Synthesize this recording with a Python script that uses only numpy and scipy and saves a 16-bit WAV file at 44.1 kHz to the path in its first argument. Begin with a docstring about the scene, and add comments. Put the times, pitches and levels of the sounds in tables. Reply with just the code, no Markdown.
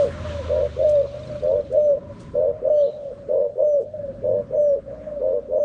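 """Over street rumble and hiss, a caged dove close by opens mid-coo as a slow motorbike engine passes outside.
Long held notes and short rolled ones alternate: in a roll the syrinx flutters in pulses that ring the crop;
in a hold one side sings far above the idling other. A second dove answers further off from the start.
Faint whines, valve ticks, cage scuffs, a low thump and a small bird's chirps follow as swept, rung or grainy
tones; late on, another engine revs up and pulls away as stacked multiples of its firing rate."""
import sys
import numpy as np
from scipy import signal
from scipy.io import wavfile
from scipy.ndimage import uniform_filter1d

SR = 44100
rng = np.random.default_rng(int(sys.argv[2]) if len(sys.argv) > 2 else 0)


def transcribe(signal):
    """Save signal, clipped to [-1, 1], as a 16-bit WAV file at the path in sys.argv[1]."""
    frames = np.atleast_2d(signal).T
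    limited = np.clip(frames, -1, 1)
    pcm = np.round(limited * 32767).astype(np.int16)
    wavfile.write(sys.argv[1], SR, pcm)


N = 248724
T = np.arange(N) / SR

# street swells: (t/s, rumble level/dB, hiss level/dB, treble level/dB)
STREET_LEVELS = [(0.03, -34.5, -45.5, -45), (0.26, -32.5, -43, -58), (1.06, -42.5, -54.5, -62.5),
                 (1.27, -35.5, -50, -55), (1.95, -38, -61.5, -71.5), (2.22, -33.5, -53, -57),
                 (2.49, -38.5, -59, -67.5), (3.0, -44, -61.5, -63.5), (3.32, -38.5, -60.5, -64),
                 (3.44, -44.5, -67.5, -68.5), (3.91, -45.5, -69, -69), (4.03, -40, -60, -67.5),
                 (4.34, -36.5, -67, -65.5), (4.43, -40, -56.5, -66.5), (4.68, -45.5, -65.5, -68.5),
                 (5.04, -43, -56.5, -65.5), (5.58, -48.5, -66, -68.5)]
# relative spectra of rumble, mid hiss and treble: (f/Hz, level/dB per Hz)
RUMBLE_SPECTRUM = [(15, -41), (25, -16), (92, -4), (230, -8.5), (309, -15.5), (332, -27.5), (391, -12.5),
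                   (420, -16.5), (550, -54.5), (920, -120)]
HISS_SPECTRUM = [(420, -33.5), (700, -8.5), (800, -14), (907, -9.5), (983, -0.5), (1490, -5), (2600, -18.5),
                 (3380, -48), (5720, -120)]
TREBLE_SPECTRUM = [(1290, -31.5), (2200, -3), (2790, -5.5), (3770, 0), (4960, -15), (5240, -6.5),
                   (8850, -14.5), (9470, -16.5), (12300, -54.5), (20800, -120)]
# long held notes: (start t/s, rolled lead-in t/s, hold t/s, pitch f/Hz, level/dB, lead-in level/dB,
# wheeze level/dB, wheeze sinks by f/Hz)
HELD_NOTES = [(-0.184, 0.08, 0.15, 602.4, -13.5, -16, -78, 446),
              (0.763, 0.081, 0.17, 603.9, -13.5, -15, -74, 443),
              (1.705, 0.075, 0.16, 601.6, -14, -14.5, -67.5, 409),
              (2.617, 0.081, 0.16, 601.8, -14, -14, -67, 300.1),
              (3.561, .078, .152, 599, -14.5, -13.5, -65, 473.6),
              (4.505, 0.071, .17, 596.2, -14.5, -17, -64.5, 602),
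              (5.486, 0.11, 0.18, 591, -16.5, -14.5, -62.5, 451.8)]
# short rolled notes: (onset t/s, length t/s, flutter f/Hz, speeds up from t/s, until t/s, faster flutter f/Hz,
# level/dB, crop resonance f/Hz, half-rate lines level/dB)
ROLLED_NOTES = [(.501, .165, 86, .59, .635, 99, -18, 556, -9.5),
                (1.435, .17, 87.5, 1.505, 1.56, 100, -17, 553, -18),
                (2.356, .155, 86.6, 2.455, 2.485, 98, -17, 555, -12),
                (3.298, .17, 87.5, 3.375, 3.42, 99.5, -17, 545, -11),
                (4.242, .168, 86.5, 4.33, 4.35, 99.5, -18, 548, -14),
                (5.216, .172, 87.5, 5.325, 5.345, 99, -18, 542, -16)]
# passing motorbike: (t/s, firing rate f/Hz, boom level/dB, fifth multiple level/dB, roar level/dB)
BIKE_PASS = [(0.03, 28.3, -44.5, -44.5, -59), (0.29, 27.32, -34.5, -49, -41.5),
             (0.488, 26.84, -38.5, -57, -45), (0.616, 25.15, -42.5, -44, -48.5),
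             (1.356, 24.8, -46.5, -41.5, -54.5), (1.508, 24.97, -60, -57.5, -58),
             (1.586, 24.08, -46.5, -55, -60.5), (1.8, 23.77, -55.5, -61.5, -58)]
# exhaust boom: (multiple of the firing rate, relative level/dB)
BIKE_MULTIPLES = [(2, -18.5), (3, 4), (4, -7.5), (7, -32.5), (8, -17.5), (9, -23.5), (10, -18.5)]
# relative spectrum of tyre and chain roar: (f/Hz, level/dB per Hz)
ROAR_SPECTRUM = [(1180, -36), (2000, 3), (3730, 5.5), (4970, -15.5), (5520, 0), (8700, -23), (9470, -34),
                 (12300, -57.5), (20800, -120)]
# valve ticks: (t/s, level/dB, ring f/Hz)
VALVE_TICKS = [(0.7891, -44.5, 3497), (0.8285, -41.5, 3620), (0.8694, -46, 3670), (0.9094, -53, 3310),
               (0.9537, -41.5, 3730), (0.9936, -47, 3650), (1.0301, -48.5, 3900), (1.0725, -46, 4160),
               (1.1134, -50, 4630), (1.1523, -49, 3700), (1.1927, -45, 4060), (1.2331, -42.5, 3686),
               (1.273, -42.5, 4106), (1.3144, -48, 4570), (1.3558, -49, 4265), (1.3972, -46, 3770),
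               (1.4344, -47.5, 4750), (1.48, -50, 3410), (1.5165, -48, 3780), (1.5623, -52, 3380),
               (1.6057, -51, 4060), (1.6477, -53, 4050)]
# notes of the further dove: (start t/s, rise t/s, fall t/s, top f/Hz, level/dB, sinks by f/Hz,
# closing bend f/Hz)
FAR_NOTES = [(0.088, .13, 0.18, 618, -40, 61, 117), (.46, .01, 0.032, 563, -38, 5.6, 5.3),
             (0.697, .022, 0.03, 580, -44, 8.3, 4.5), (1.08, .17, .17, 625, -40.5, 45, 4.74),
             (1.63, .032, 0.037, 560, -44, 9.4, 56), (2.0, .056, .07, 591.9, -44, 30, 5.8),
             (2.15, .03, .1, 575, -53, 15, 5.5), (2.54, .049, .033, 616, -38, 7.8, 5.6),
             (2.88, .06, .14, 611, -34, 59, 80), (3.124, .02, 0.13, 578, -42.5, 28.7, 5),
             (3.5, .018, 0.021, 595.5, -38.5, 10.3, 90), (3.84, .08, .18, 618, -43, 73, 60),
             (4.145, .02, 0.049, 565.5, -41.5, 10.9, 5.4), (4.43, .032, .054, 561, -43.5, 11.4, 4.94),
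             (4.88, .14, 0.17, 628.8, -40.5, 60, 4.6), (5.411, .058, .027, 589.3, -42, 6.3, 5.12)]
# runs of throbs in the further coo: (first t/s, length t/s, level/dB)
FAR_THROBS = [(0.243, .09, -26.5), (0.333, .085, -24), (1.187, .04, -36), (1.294, .085, -24),
              (2.086, .04, -31.5), (2.996, .13, -25), (3.931, .18, -23.5), (4.886, .04, -36.5),
              (5.06, .14, -23)]
# faint whines: (start t/s, end t/s, f/Hz, level/dB)
WHINE_TONES = [(0.323, 0.514, 996, -48.5), (0.905, 1.511, 1150, -59), (1.994, 2.409, 989, -55),
               (0.906, 1.539, 2430, -69.5), (4.0, 4.279, 1546, -70.5), (4.001, 4.698, 1703, -70)]
# claws and feathers on the cage: (t/s, level/dB, centre f/Hz, 60 dB decay t/s)
CAGE_SCUFFS = [(0.8904, -37.5, 6440, 0.14), (1.721, -48, 6550, 0.13), (2.201, -43.5, 6450, 0.14),
               (3.8076, -54.5, 6490, 0.19)]
# low thump: (t/s, level/dB, f/Hz, 60 dB decay t/s)
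LOW_THUMP = [(2.099, -42.5, 156, 0.55)]
# small bird far off: (start t/s, loudest t/s, end t/s, from f/Hz, to f/Hz, level/dB)
BIRD_CHIRPS = [(2.725, 2.815, 2.84, 2940, 3160, -55), (2.735, 2.79, 2.87, 4400, 4330, -60),
               (2.795, 2.83, 2.9, 3680, 3450, -58), (2.825, 2.845, 2.975, 4030, 3870, -55),
               (2.84, 2.865, 2.95, 3050, 3000, -62)]
# engine pulling away: (t/s, firing rate f/Hz, level/dB of the 2nd, 4th, 5th, 8th and 10th multiple)
AWAY_REV = [(3.85, 23.2, -60, -67, -67, -69, -76), (3.878, 23.46, -61, -53, -53, -59, -64.5),
            (4.026, 25.05, -63, -43.5, -55, -56, -59), (4.09, 24.66, -50.5, -56, -51, -50, -56.5),
            (4.312, 27.03, -62.5, -43, -55, -50.5, -52.5), (4.48, 28.34, -50, -49.5, -43.5, -51.5, -53),
            (4.762, 28.8, -51, -58, -59, -55, -58.5), (4.968, 29.1, -46.5, -59, -54.5, -52, -50.5),
            (5.604, 29.19, -54.5, -62.5, -70, -53.5, -55.5), (5.62, 29.2, -58, -53, -62, -54, -73)]
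# its weaker multiples: (multiple of the firing rate, level/dB against the 8th)
AWAY_MULTIPLES = [(3, -7.5), (6, -9.5), (7, -3.5), (9, -5.5)]

# lead-in: crop resonance, flutter rate and levels against the lead-in level
LEAD_FROM_HZ, LEAD_MID_HZ, LEAD_TO_HZ, LEAD_FLUTTER_HZ = 453, 548, 560, 87
LEAD_START_DB, LEAD_MID_DB, LEAD_HALF_DB = -19, -3.5, -12.5
# roll: the crop resonance slides up into the onset
SCOOP_S, SCOOP_HZ, SCOOP_DB = 0.01803, 130, -20
# it starts softer and slower, and slows at its end
ROLL_RISE_S, ROLL_RISE_DB, ROLL_EASE_HZ, ROLL_EASE_LATE_HZ = .025, -3, 4.9, 2
ROLL_LATE_DB, ROLL_RELEASE_S, ROLL_RELEASE_DB = -4.5, 0.016, -21.5
FLUTTER_ROUGH_HZ = 1.1  # scatter of the flutter rate
# scale of the crop's falloff from its centre, level of its skirts, and a weak upper throat band
CROP_WIDTH_HZ, CROP_SKIRT_DB, THROAT_HZ, THROAT_DB = 95.6, -21.5, 950, -39
# hold: the high side takes over; the low side idles roughly, one beat below it
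SWITCH_S, IDLE_DB, IDLE_ROUGH_HZ, BEAT_HZ = 0.012, -24, 33.6, 87.1
SAG_HZ, DROP_HZ, KNEE = 18, 46.77, 0.68  # sag up to the knee (fraction of the hold), total drop at its end
SETTLE_DB, PUSH_DB = -3.5, -3  # level in mid hold and at its end
# tail: the high side glides down and out, the low side comes back above it and lingers
TAIL_S, TAIL_HZ, TAIL_DB, LINGER_DB = 0.045, 126.5, -23.5, -10.5
# while both sides sound: pitch scatter of each and of the pair, swing of the balance
ROUGH_HZ, DRIFT_HZ, ROUGH_DB = 5.5, 10, 1.5
LIMP = .45  # depth of the alternation between stronger and weaker beats
GLIDE_ROUGH_S = .008  # pitch scatter in Hz per Hz/s of glide
WHEEZE_HZ, WHEEZE_EARLY_S, WHEEZE_PEAK_S, WHEEZE_EDGE_DB = 6250, .03, 0.047, -11
TICK_RING_S = 0.0023
FAR_ROUGH_HZ = 28  # pitch scatter at full roughness
FAR_RISE_HZ_S, FAR_BEND_S, FAR_START_DB, FAR_END_DB, FAR_BEND_DB = 399, .04, 3, -2.5, -3
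THROB_S, THROB_SAG_HZ_S = .047, 250  # spacing of the throbs, downward pitch bend within each
TOP_HZ = 9600


def undb(db):
    """Decibels to amplitude."""
    return 10 ** (np.asarray(db) / 20)


def unit(x):
    """Scale to rms 1."""
    return x / np.sqrt(np.mean(x ** 2))


def band(x, hz, width_hz):
    """Two-pole band-pass."""
    return signal.lfilter(*signal.iirpeak(hz, hz / width_hz, SR), x)


def band_noise(hz, width_hz, passes):
    """White noise through repeated band-passes; rms 1."""
    x = rng.standard_normal(N)
    for _ in range(passes):
        x = band(x, hz, width_hz)
    return unit(x)


def walk(rate):
    """Random levels held 1 / rate s and slewed twice; spread near 1."""
    k = int(SR / rate)
    steps = np.repeat(rng.standard_normal(N // k + 1), k)
    return 1.15 * uniform_filter1d(uniform_filter1d(steps, k), k)[:N]


def track(tables, column):
    """One column of all tables joined in time."""
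    rows = np.array(sorted(row for table in tables for row in table))
    return np.interp(T, rows[:, 0], rows[:, column])


def loudness(tables, column, fade_db_s):
    """Gain from level curves that fade out beyond the ends of each table."""
    db = np.full(N, -200.)
    for table in map(np.array, tables):
        outside_s = np.abs(T - np.clip(T, table[0, 0], table[-1, 0]))
        curve = np.interp(T, table[:, 0], table[:, column])
        db = np.maximum(db, curve - fade_db_s * outside_s)
    return undb(db)


def turns(hz):
    """Running phase in radians of a moving pitch."""
    return 2 * np.pi * np.cumsum(hz) / SR


def noise(spectrum, swell_db, flicker_db):
    """Third-octave noise bands that swell together and flicker alone; rms 1."""
    hz, db = np.transpose(spectrum)
    out, swell = 0, walk(5.7)
    for f in hz[0] * 2 ** np.arange(0, np.log2(hz[-1] / hz[0]), 1 / 3):
        level_db = np.interp(np.log(f), np.log(hz), db)
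        gain = undb(level_db + swell_db * swell + flicker_db * walk(40))
        out = out + gain * band(band(rng.standard_normal(N), f, f / 3), f, f / 3)
    return unit(out)


def husky(hz, rate):
    """A tone whose strength and phase scatter rate times a second: a narrow, grainy band; rms near 1."""
    phase = turns(hz)
    return walk(rate) * np.sin(phase) + walk(rate) * np.cos(phase)


def engine(phase, multiples, waver_db):
    """Multiples of the firing rate, each wavering on its own."""
    out = 0
    for k, db in multiples:
        gain = np.sqrt(2) * undb(db + waver_db * walk(5.9))
        out = out + gain * np.sin(k * phase + rng.uniform(0, 2 * np.pi))
    return out


def street():
    """Far traffic: rumble, mid hiss and a thin treble, each rising and falling."""
    rumble = undb(track([STREET_LEVELS], 1) - 4) * noise(RUMBLE_SPECTRUM, 0.21, 2.3)
    hiss = undb(track([STREET_LEVELS], 2)) * noise(HISS_SPECTRUM, 0.53, 3.6)
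    treble = undb(track([STREET_LEVELS], 3) - 3.5) * noise(TREBLE_SPECTRUM, .3, 2)
    return rumble + hiss + treble


def lead_in(s, lead, _hold, hz, _db, db, *_):
    """Rows of the roll before a hold: the flutter speeds up until its sixth multiple meets the held pitch."""
    top = s + lead
    rows = [(s, LEAD_FLUTTER_HZ - 8, LEAD_FROM_HZ, db + LEAD_START_DB),
            (s + 0.42 * lead, LEAD_FLUTTER_HZ, LEAD_MID_HZ, db + LEAD_MID_DB),
            (top - 2 * SWITCH_S, LEAD_FLUTTER_HZ + 1.6, LEAD_TO_HZ, db - 2),
            (top - .003, hz / 6, hz - 20, db - 4),
            (top + SWITCH_S, hz / 6, hz, db - 25)]
    return [row + (LEAD_HALF_DB,) for row in rows]


def held(s, lead, hold, hz, db, *_):
    """Rows (s, low Hz, low dB, high Hz, high dB): the high side leads and sags, then a glide out."""
    top, end = s + lead, s + lead + hold
    idle_db = db + IDLE_DB

    def pair(t, high_hz, low_db, high_db):
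        return t, high_hz - BEAT_HZ, low_db, high_hz, high_db

    return [pair(top - SWITCH_S, hz - 12, idle_db - 8, db - 15),
            pair(top + 0.0041, hz, idle_db + 4.5, db - 1),
            pair(top + 0.399 * hold, hz - 0.2 * SAG_HZ, idle_db, db + SETTLE_DB),
            pair(top + KNEE * hold, hz - SAG_HZ, idle_db, db + SETTLE_DB / 2),
            pair(end, hz - DROP_HZ, idle_db, db + PUSH_DB),
            (end + 0.1985 * TAIL_S, hz - 0.65 * DROP_HZ, db + LINGER_DB - 3,
             hz - DROP_HZ - 0.27 * TAIL_HZ, db + 0.31 * TAIL_DB),
            (end + TAIL_S, hz - .4 * DROP_HZ, db + 1.53 * LINGER_DB,
             hz - DROP_HZ - TAIL_HZ, db + TAIL_DB)]


def rolled(s, length, hz, quicken, quick, quick_hz, db, crop, half_db):
    """Rows (s, flutter Hz, crop Hz, dB, half-rate dB) of a short note: scoop, steady, faster, release."""
    end = s + length
    rows = [(s - SCOOP_S, hz - ROLL_EASE_HZ, crop - SCOOP_HZ, db + SCOOP_DB),
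            (s, hz - ROLL_EASE_HZ, crop - 25, db + ROLL_RISE_DB),
            (s + ROLL_RISE_S, hz, crop, db),
            (quicken, hz + 1.2, crop, db),
            (quick, quick_hz, crop, db - 1.26),
            (end, quick_hz - ROLL_EASE_LATE_HZ, crop, db + ROLL_LATE_DB),
            (end + ROLL_RELEASE_S, quick_hz - 2 * ROLL_EASE_HZ, crop - 30, db + ROLL_RELEASE_DB)]
    return [row + (half_db,) for row in rows]


def flutter():
    """Multiples of the flutter rate and half-rate lines, rung by the crop; returns sound and gain."""
    notes = [lead_in(*row) for row in HELD_NOTES] + [rolled(*row) for row in ROLLED_NOTES]
    slew = SR // 150
    rate, crop, half_db = (uniform_filter1d(track(notes, k), slew) for k in (1, 2, 4))
    gain = uniform_filter1d(loudness(notes, 3, 2500), slew // 2)
    rate = rate + FLUTTER_ROUGH_HZ * walk(100)
    phase = turns(rate)
    half_gain = undb(np.minimum(half_db, -9) + 3 * walk(25))
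    out = power = 0
    for k in np.arange(3.5, 12, .5):
        is_half = k % 1 > 0
        off = (k * rate - crop) / CROP_WIDTH_HZ
        throat = undb(THROAT_DB - 20 * ((k * rate - THROAT_HZ) / 220) ** 2 + 5 * walk(20))
        line = undb(-20 * off ** 4) + undb(CROP_SKIRT_DB - 4 * off ** 2) + throat
        line = line * (half_gain if is_half else 1) * undb(1.5 * walk(40))
        # the crop delays each line; half-rate lines wander most
        lag = 2 * np.arctan(1.5 * off) + (1.5 if is_half else .35) * walk(30)
        out = out + line * np.sin(k * phase - lag)
        power = power + line ** 2 / 2
    return gain * out / np.sqrt(power), gain


def hoarseness(hz):
    """Pitch scatter of a side that glides fast."""
    glide_hz_s = SR * np.abs(np.gradient(hz))
    return np.minimum(GLIDE_ROUGH_S * glide_hz_s, 25) * walk(120)


def syrinx():
    """Two near-pure tones with weak octaves, beating and mixing; returns sound, gains and overlap."""
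    # muscles need a few ms to change pitch or pressure
    slew = SR // 200
    notes = [held(*row) for row in HELD_NOTES]
    low_hz, high_hz = (uniform_filter1d(track(notes, k), slew) for k in (1, 3))
    low_gain, high_gain = (uniform_filter1d(loudness(notes, k, 2500), slew) for k in (2, 4))
    both = np.minimum(2.5 * low_gain / (low_gain + high_gain), 1) ** 2  # 1 in a tail, near 0 in a hold
    drift_hz = DRIFT_HZ * both * walk(60)
    low_rough_hz = (ROUGH_HZ * both + IDLE_ROUGH_HZ * (1 - both)) * walk(110)
    low_phase = turns(low_hz + drift_hz + hoarseness(low_hz) + low_rough_hz)
    shaky_hz = high_hz * (1 + 0.0054 * (1 - both) * walk(53))
    high_phase = turns(shaky_hz + drift_hz + hoarseness(high_hz) + ROUGH_HZ * both * walk(110))
    swing = undb(ROUGH_DB * both * walk(30))
    low_gain, high_gain = low_gain / swing, high_gain * swing
    # a half-beat sine sets alternate beats stronger and weaker
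    limp_depth = LIMP * (.25 + .75 * both) * np.tanh(1 + walk(14))
    limp = 1 + limp_depth * np.sin((high_phase - low_phase) / 2)
    blur = 2.2 * walk(150)  # the octave leaks unevenly
    low = (np.sin(low_phase) + undb(-40) * np.sin(2 * low_phase + blur)) * undb(1.1 * walk(80))
    high = (np.sin(high_phase) + undb(-49) * np.sin(2 * high_phase + blur)) * undb(.6 * walk(80))
    # the two sides mix in the windpipe and leave tones one beat above and below the pair
    above = undb(-19) * np.sin(2 * high_phase - low_phase)
    below = undb(-21) * np.sin(2 * low_phase - high_phase)
    mixed = (above + below) * np.minimum(low_gain, high_gain)
    tones = np.sqrt(2) * limp * (low * low_gain + high * high_gain + mixed)
    return tones, low_gain, high_gain, both


def dove():
    """Fluttering rolls and syrinx tones with air rasping in the crop, smeared by nearby walls."""
    roll, roll_gain = flutter()
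    tones, low_gain, high_gain, both = syrinx()
    rasp_gain = undb(-19) * roll_gain + undb(-22) * low_gain + undb(-36.5) * high_gain
    rasp = band_noise(480, 270, 3) * rasp_gain
    dry_edge = undb(-31.5) * band_noise(820, 99, 2) * low_gain * both
    coo = roll + tones + rasp + dry_edge
    # nearby walls return a short smear
    tail = rng.standard_normal(SR // 4) * undb(-60 * T[:SR // 4] / 0.16)
    tail = tail / np.sqrt(np.sum(tail ** 2))
    return coo + undb(-9.5) * signal.fftconvolve(coo, tail)[:N]


def wheeze_note(s, lead, hold, _hz, _db, _lead_db, db, sink_hz):
    """Rows (s, Hz, dB) of the thin nostril whistle under a hold."""
    top = s + lead
    return [(top - WHEEZE_EARLY_S, WHEEZE_HZ, db + WHEEZE_EDGE_DB),
            (top + WHEEZE_PEAK_S, WHEEZE_HZ - 0.25 * sink_hz, db),
            (top + 0.72 * hold, WHEEZE_HZ - 0.83 * sink_hz, db + 0.5),
            (top + hold, WHEEZE_HZ - sink_hz, db + WHEEZE_EDGE_DB)]


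def wheeze():
    """Two thin, fluttering whistles that sink with the note."""
    notes = [wheeze_note(*row) for row in HELD_NOTES]
    phase = turns(track(notes, 1) + 35 * walk(400))
    lower = np.sin(phase) * undb(3.3 * walk(70))
    upper = np.sin(1.3 * phase) * undb(-13.5 + 4.4 * walk(25))
    return np.sqrt(2) * (lower + upper) * loudness(notes, 2, 600)


def valve_ticks():
    """Short knocks that ring the engine cover at a different pitch each time."""
    out = np.zeros(N)
    for s, db, hz in VALVE_TICKS:
        age = np.clip(T - s, 0, None)
        ring = np.sin(2 * np.pi * hz * age) + 0.38 * np.sin(2 * np.pi * 1.3 * hz * age)
        envelope = (age / TICK_RING_S) * np.exp(1 - age / TICK_RING_S)
        out += undb(db - 3) * ring * envelope
    return out


def motorbike():
    """Exhaust boom on multiples of the firing rate, tyre and chain roar, and valve ticks."""
    phase = turns(track([BIKE_PASS], 1))
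    boom = engine(phase, BIKE_MULTIPLES, 1.8) * loudness([BIKE_PASS], 2, 60)
    fifth = np.sqrt(2) * np.sin(5 * phase) * loudness([BIKE_PASS], 3, 60)
    roar = loudness([BIKE_PASS], 4, 40) * undb(-4) * noise(ROAR_SPECTRUM, .3, 1.5)
    return boom + fifth + roar + valve_ticks()


def far_note(s, rise, fall, hz, db, sink_hz, bend_hz):
    """Rows (s, Hz, dB, roughness): the pitch climbs rolling to its top, sags clear, then bends down."""
    end = s + rise + fall
    bend_s = FAR_BEND_S * min(bend_hz / 50, 1)
    return [(s, hz - FAR_RISE_HZ_S * rise, db + FAR_START_DB, 1),
            (s + rise, hz, db, .12),
            (end, hz - sink_hz, db + FAR_END_DB, .12),
            (end + bend_s, hz - sink_hz - bend_hz, db + FAR_BEND_DB, .3)]


def far_dove():
    """A distant coo that throbs; echoes, as a band of noise, blur its tone."""
    notes = [far_note(*row) for row in FAR_NOTES]
    hz = track(notes, 1) * (1 + .01 * walk(40)) + FAR_ROUGH_HZ * track(notes, 3) * walk(90)
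    smear = band_noise(550, 170, 2)
    base = loudness(notes, 2, 340) * undb(2 * walk(28))  # it breaks up
    gain = np.sqrt(2) * base * undb(2 * walk(42))
    for s, length, db in FAR_THROBS:
        repeats = max(round(length / THROB_S) - 1, 0)
        age = np.clip(T - s, 0, None)
        age -= THROB_S * np.minimum(age // THROB_S, repeats)  # restart the clock at each throb
        inside = (age > 0) & (age < THROB_S)
        hz = hz - THROB_SAG_HZ_S * (age - THROB_S / 2) * inside
        # each throb opens fast, holds, then closes
        throb = np.minimum(age / .009, 1) * undb(db - 1.5 - 5 * (age / .038) ** 3)
        gain = np.maximum(gain, throb)
    slew = SR // 400
    gain = uniform_filter1d(gain, slew)
    tone = gain * np.sin(turns(uniform_filter1d(hz, slew)))
    coo = tone + (undb(-3) * base + undb(-21) * gain) * smear
    return band(band(coo, 570, 340), 570, 340)  # the closed crop passes one band


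def whine():
    """Narrow, broken tones that come and go."""
    out = 0
    for start, end, hz, db in WHINE_TONES:
        out = out + husky(np.full(N, 1. * hz), 130) * loudness([[(start, db), (end, db)]], 1, 88)
    return out


def scuffs():
    """Claws and feathers on the cage: dry, grainy rustles with a quick rise."""
    out = np.zeros(N)
    for s, db, hz, t60 in CAGE_SCUFFS:
        age = np.clip(T - s + .008, 0, None)
        grain = band_noise(hz, 4100, 1) * undb(3.5 * walk(630))
        out += np.minimum(age / 0.015, 1) * undb(db - 7 - 60 * age / t60) * grain
    return out


def thump():
    """One dull knock ringing low."""
    s, db, hz, t60 = LOW_THUMP[0]
    age = np.clip(T - s, 0, None)
    return np.minimum(age / 0.0093, 1) * undb(db - 60 * age / t60) * np.sin(2 * np.pi * hz * age)


def chirp():
    """A small bird's husky gliding notes, blurred by distance."""
    out = 0
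    for start, crest, end, from_hz, to_hz, db in BIRD_CHIRPS:
        rows = [[(start, from_hz, db - 11), (crest, max(from_hz, to_hz), db), (end, to_hz, db - 11)]]
        out = out + husky(track(rows, 1), 550) * loudness(rows, 2, 300)
    return out * undb(1.5)


def away():
    """An engine revving up; its strongest multiples take turns as it moves off."""
    phase = turns(track([AWAY_REV], 1))
    strong = 0
    for column, k in enumerate((2, 4, 5, 8, 10), 2):
        strong = strong + engine(phase, [(k, 0)], 1.2) * loudness([AWAY_REV], column, 60)
    weak = engine(phase, AWAY_MULTIPLES, 3) * loudness([AWAY_REV], 5, 60)
    return strong + weak


def scene():
    """Sum birds, engines and street into one channel."""
    birds = dove() + wheeze() + far_dove() + scuffs() + chirp()
    outside = street() + motorbike() + whine() + thump() + away()
    return (birds + outside)[None]


def record(dry):
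    """The phone cuts the top with a steep low-pass."""
    low_pass = signal.ellip(10, .2, 80, TOP_HZ, fs=SR, output="sos")
    return signal.sosfilt(low_pass, dry)


dry = scene()
out = record(dry)
transcribe(out)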